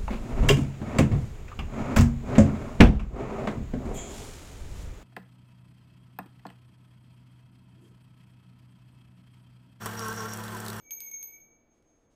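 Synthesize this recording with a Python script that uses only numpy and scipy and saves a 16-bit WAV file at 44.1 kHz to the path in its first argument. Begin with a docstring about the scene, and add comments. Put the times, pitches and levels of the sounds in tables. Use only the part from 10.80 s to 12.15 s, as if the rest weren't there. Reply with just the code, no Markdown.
"""Jingle bell on a rope wreath

A quiet room, one microphone close to a small brass bell that is turned in the hands.
Its loose pellet hits the shell five times and rolls between hits. Three partials ring on,
the low and high ones beating, and swell and fade as the bell swings. Fingers rustle
softly on the cord, over low air noise and a faint machine hum."""
import sys
import numpy as np
from scipy import signal
from scipy.fft import rfft, irfft, next_fast_len
from scipy.io import wavfile
from scipy.ndimage import map_coordinates

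SR = 44100
rng = np.random.default_rng(int(sys.argv[2]) if len(sys.argv) > 2 else 0)


def transcribe(signal):
    """Save signal, clipped to [-1, 1], as a 16-bit WAV file at the path in sys.argv[1]."""
    frames = np.atleast_2d(signal).T
    limited = np.clip(frames, -1, 1)
    pcm = np.round(limited * 32767).astype(np.int16)
    wavfile.write(sys.argv[1], SR, pcm)


N = 59535

# The pellet's hits on the shell. Each row: start in seconds, knock, bite and ping levels in dB,
# then the level in dB fed to each of the five long modes.
PELLET_HITS = [(.1077, -36.5, -35.5, -48.5, -63.5, -61.5, -40, -43, -44.5),
               (0.2046, -33.5, -55.5, -37.5, -60, -63.5, -47, -41, -53.5),
               (0.2414, -56, -57.5, -53.5, -67.5, -87.5, -61.5, -53, -48),
               (0.3133, -51, -63.5, -56.5, -55, -72.5, -41.5, -47, -50),
               (0.4276, -39, -74, -41, -60, -58.5, -45.5, -43, -47.5)]


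def amp(db):
    """Decibels to gain."""
    return 10 ** (np.asarray(db) / 20)


def unit(x):
    """Scale to rms 1."""
    return x / np.sqrt(np.mean(x ** 2) + 1e-20)


def clock():
    """Time of every sample in seconds."""
    return np.arange(N) / SR


def curve(rows):
    """Straight lines through (seconds, value) points, one value per sample."""
    return np.interp(clock(), *np.transpose(rows))


def wobble(per_second):
    """A smooth curve through random knots, so many a second."""
    return map_coordinates(rng.standard_normal(256), [clock() * per_second + 2], mode="wrap")


def colour(points, size):
    """Gain of (Hz, dB) points on an FFT grid."""
    hz, db = np.transpose(points)
    bin_hz = np.fft.rfftfreq(size, 1 / SR)
    return amp(np.interp(np.log(bin_hz + 1), np.log(hz), db))


def noise(points):
    """Noise of rms 1, coloured by (Hz, dB) points."""
    return unit(irfft(rfft(rng.standard_normal(N)) * colour(points, N), N))


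def impulse(points, size=512):
    """Minimum-phase impulse of the given colour, peak 1."""
    cepstrum = irfft(np.log(colour(points, size)))
    cepstrum[1:size // 2] *= 2
    cepstrum[size // 2 + 1:] = 0
    pulse = irfft(np.exp(rfft(cepstrum)))
    return pulse / np.abs(pulse).max()


def decay(start, t60, attack_s=0.00061):
    """Fast attack at start, then a fall of 60 dB every t60 seconds."""
    age = np.maximum(clock() - start, 0)
    return (1 - np.exp(-age / attack_s)) * 10 ** (-3 * age / t60)


def tone(hz, waver=0):
    """A sine of rms 1 and random phase, with a relative pitch waver."""
    cycles = hz * np.cumsum(np.ones(N) + waver) / SR
    return np.sqrt(2) * np.sin(2 * np.pi * (cycles + rng.random()))


def room_tone(waver=0.0094):
    """Low air noise with a faint, unsteady machine hum."""
    # The air's spectrum. Each row: frequency in Hz, relative level in dB.
    air_colour = [(25, -2), (55, -1), (100, -3.5), (170, -3.5), (240, -5), (330, -0.5), (400, -6.5),
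                  (480, -5), (700, -9.5), (1000, -16), (1800, -21.5), (3500, -32), (6000, -40.5),
                  (10000, -48.5), (14000, -53)]
    # The hum's tones. Each row: frequency in Hz, level in dB.
    hum_tones = [(233, -81.5), (327, -82.5), (474, -83), (656, -87.5)]
    air = amp(-69) * noise(air_colour)
    hum = sum(amp(db) * tone(hz, waver * wobble(7.3)) for hz, db in hum_tones)
    return air + hum


def fingers(grain_db=0.5):
    """Fingers rub the cord in soft, grainy strokes; nails and pellet add a few dry ticks."""
    # Strokes on the cord. Each row: start in seconds, length in seconds, level in dB.
    rubs = [(.0, 0.067, -81.5), (0.533, 0.096, -86), (0.915, 0.1, -84.5), (1.003, 0.17, -87),
            (1.15, .13, -86), (1.296, 0.064, -80.5)]
    # The spectrum of strokes and ticks. Each row: frequency in Hz, relative level in dB.
    rub_colour = [(600, -0.5), (2000, -5.5), (2800, -1.5), (3400, 2), (4100, -3.5), (6000, 0), (8000, -4),
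                  (12000, -11.5), (13500, -25)]
    # Small ticks. Each row: start in seconds, level in dB.
    ticks = [(0.1198, -58), (0.4143, -60), (1.024, -68.5)]
    envelope = sum(amp(db) * decay(start, t60=0.015) for start, db in ticks)
    for start, length, db in rubs:
        progress = np.clip((clock() - start) / length, 0, 1)
        envelope += amp(db) * np.sqrt(np.abs(np.sin(np.pi * progress)))
    return envelope * unit(noise(rub_colour) * amp(grain_db * wobble(150)))


def shell_ring(doppler=0.001215, wall_doppler=0.003, wavers_per_s=22, linger_t60=4.3):
    """Each hit adds energy to the shell's long modes; the swing bends their pitch and level."""
    # The five long modes in Hz: a split low pair, the main partial, a split high pair.
    mode_hz = [2232, 2281, 6442, 12066, 12128]
    # How each mode dies. Each row: t60 in seconds, relative level of its after-ring in dB.
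    mode_decays = [(0.83, -31.5), (1.36, -15), (0.76, -28), (0.44, -50), (0.34, -63)]
    # The bell is already ringing faintly at the start: one level in dB for each mode.
    opening_db = [-76, -66.5, -51, -62.5, -70.5]
    # The swing swells the low, main and high partials. Each row: time in seconds, gain in dB.
    swell_low = [(0.0, -12.5), (0.101, 11), (0.165, -9), (0.185, 2), (0.29, 3.5), (0.308, -6), (0.349, 4.5),
                 (0.389, -6.5), (0.413, 1), (0.449, -8.5), (0.529, 3), (0.848, -6.5)]
    swell_main = [(0.0, -17), (0.025, -18), (0.06, -3), (0.14, 2), (0.158, -6), (0.183, 2), (0.207, -9),
                  (0.228, 2), (0.245, -6), (0.265, 2), (0.291, 8), (0.304, -2), (0.317, -2), (0.328, -9),
                  (0.341, 5), (0.365, 6), (0.383, 2), (0.41, 6), (0.49, -4), (0.518, -10), (0.535, 2),
                  (0.57, 3), (0.594, -7), (0.615, 3), (0.67, -4), (0.72, 0), (0.87, -9), (0.92, 0),
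                  (1.03, -11), (1.09, 2), (1.347, -4)]
    swell_high = [(0.0, -6.5), (0.11, 2.5), (0.155, 2), (0.175, -1.5), (0.298, -1), (0.348, -9.5),
                  (0.409, 2.5), (0.419, -0.5), (0.599, -1), (0.718, -5)]
    # Turning, the bell aims one twin of the low pair at the microphone, then the other.
    # Each row: time in seconds, lean towards the lower twin as a cut in dB of the upper one.
    facing = [(.1, 1), (.2, -4.5), (.28, 7.5), (.37, -2), (.44, 14.5), (.53, -0.5), (.62, 1.5), (.68, 0),
              (.8, 3)]
    low, high, lean = curve(swell_low), curve(swell_high), curve(facing)
    swell_db = [low + lean / 2, low - lean, curve(swell_main), high, high]
    wall_db = [-10.5, -10.5, -12, -10.5, -10.5]  # the main partial gets less of the reflection
    feeds = [(0.0012, opening_db)] + [(start, levels) for start, _, _, _, *levels in PELLET_HITS]
    swing = doppler * wobble(wavers_per_s)
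    ring = np.zeros(N)
    for mode, (hz, (t60, linger_db)) in enumerate(zip(mode_hz, mode_decays)):
        energy = np.zeros(N)
        for start, levels in feeds:
            after_ring = amp(linger_db) * decay(start, linger_t60)
            energy += amp(levels[mode]) ** 2 * (decay(start, t60) ** 2 + after_ring ** 2)
        direct = tone(hz, swing)
        reflected = amp(wall_db[mode]) * tone(hz, wall_doppler * wobble(wavers_per_s))
        ring += np.sqrt(energy) * amp(swell_db[mode]) * (direct + reflected)
    return ring


def pellet_roll(grain_db=2):
    """The pellet scrapes unevenly round the inside of the shell."""
    # The course of the roll. Each row: time in seconds, level in dB.
    roll_level = [(.1, -95), (.115, -70.5), (.18, -77), (.215, -67.5), (.26, -73), (.37, -81), (.41, -93.5),
                  (.44, -78), (.53, -82.5), (.62, -90.5), (.7, -105)]
    # The scrape's spectrum. 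Each row: frequency in Hz, relative level in dB.
    roll_colour = [(1000, -23), (2400, 1), (3300, -0.5), (4000, -4.5), (5000, -6), (6300, -1.5),
                   (7400, -9.5), (8300, -4), (8750, 5.5), (9500, -8.5), (11000, -18), (12100, -7.5),
                   (13200, -16.5), (15500, -31.5)]
    scrape = unit(noise(roll_colour) * amp(grain_db * wobble(170)))
    return amp(curve(roll_level)) * scrape


def pellet_clacks(crack_db=-8, bite_hz=3274):
    """Each hard contact gives a rough-edged knock, a heavily damped mode (the bite) and pings."""
    # The shell's weaker modes. Each row: frequency in Hz, dB re the hit's ping level, t60 in seconds.
    ping_modes = [(8830, 8, 0.0061), (8760, -32.5, 0.2), (8720, -46, 0.11), (13550, -9.5, .009),
                  (4460, -53, 0.66), (5060, -5.5, 0.0059), (2955, -4.5, 0.0049)]
    # The spectrum of the contact. Each row: frequency in Hz, relative level in dB.
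    knock_colour = [(500, -27.5), (1500, -13), (2400, 1.5), (3200, -2), (3900, -1), (5000, 2.5),
                    (6300, 0.5), (7500, 0.5), (8800, -6.5), (10500, -0.5), (13500, -10.5), (15700, -21)]
    blows, pings = np.zeros(N), np.zeros(N)
    for start, knock_db, bite_db, ping_db, *_ in PELLET_HITS:
        blows[round(start * SR)] += amp(knock_db)
        blows += amp(knock_db + crack_db) * decay(start, t60=0.0057) * rng.standard_normal(N)
        pings += amp(bite_db) * decay(start, t60=0.0053) * tone(bite_hz)
        for hz, db, t60 in ping_modes:
            pings += amp(ping_db + db) * decay(start, t60) * tone(hz)
    knocks = signal.fftconvolve(blows, impulse(knock_colour))[:N]
    return knocks + pings


def room_echo(source):
    """The walls of a small room return a short, diffuse tail."""
    tail = rng.standard_normal(N) * decay(start=0.0072, t60=0.48)
    return signal.fftconvolve(source, tail / np.linalg.norm(tail))[:N]


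def scene(echo_db=-27.5):
    """Bell and hands close to one microphone, the room well behind them."""
    bell = shell_ring() + pellet_clacks() + pellet_roll()
    return (bell + amp(echo_db) * room_echo(bell) + fingers() + room_tone())[None]


def record(dry, top_hz=15700):
    """The recorder keeps nothing above its band limit."""
    size = next_fast_len(N + SR // 2)
    passband = np.fft.rfftfreq(size, 1 / SR) < top_hz
    return irfft(rfft(dry, size) * passband, size)[:, :N]


dry = scene()
out = record(dry)
transcribe(out)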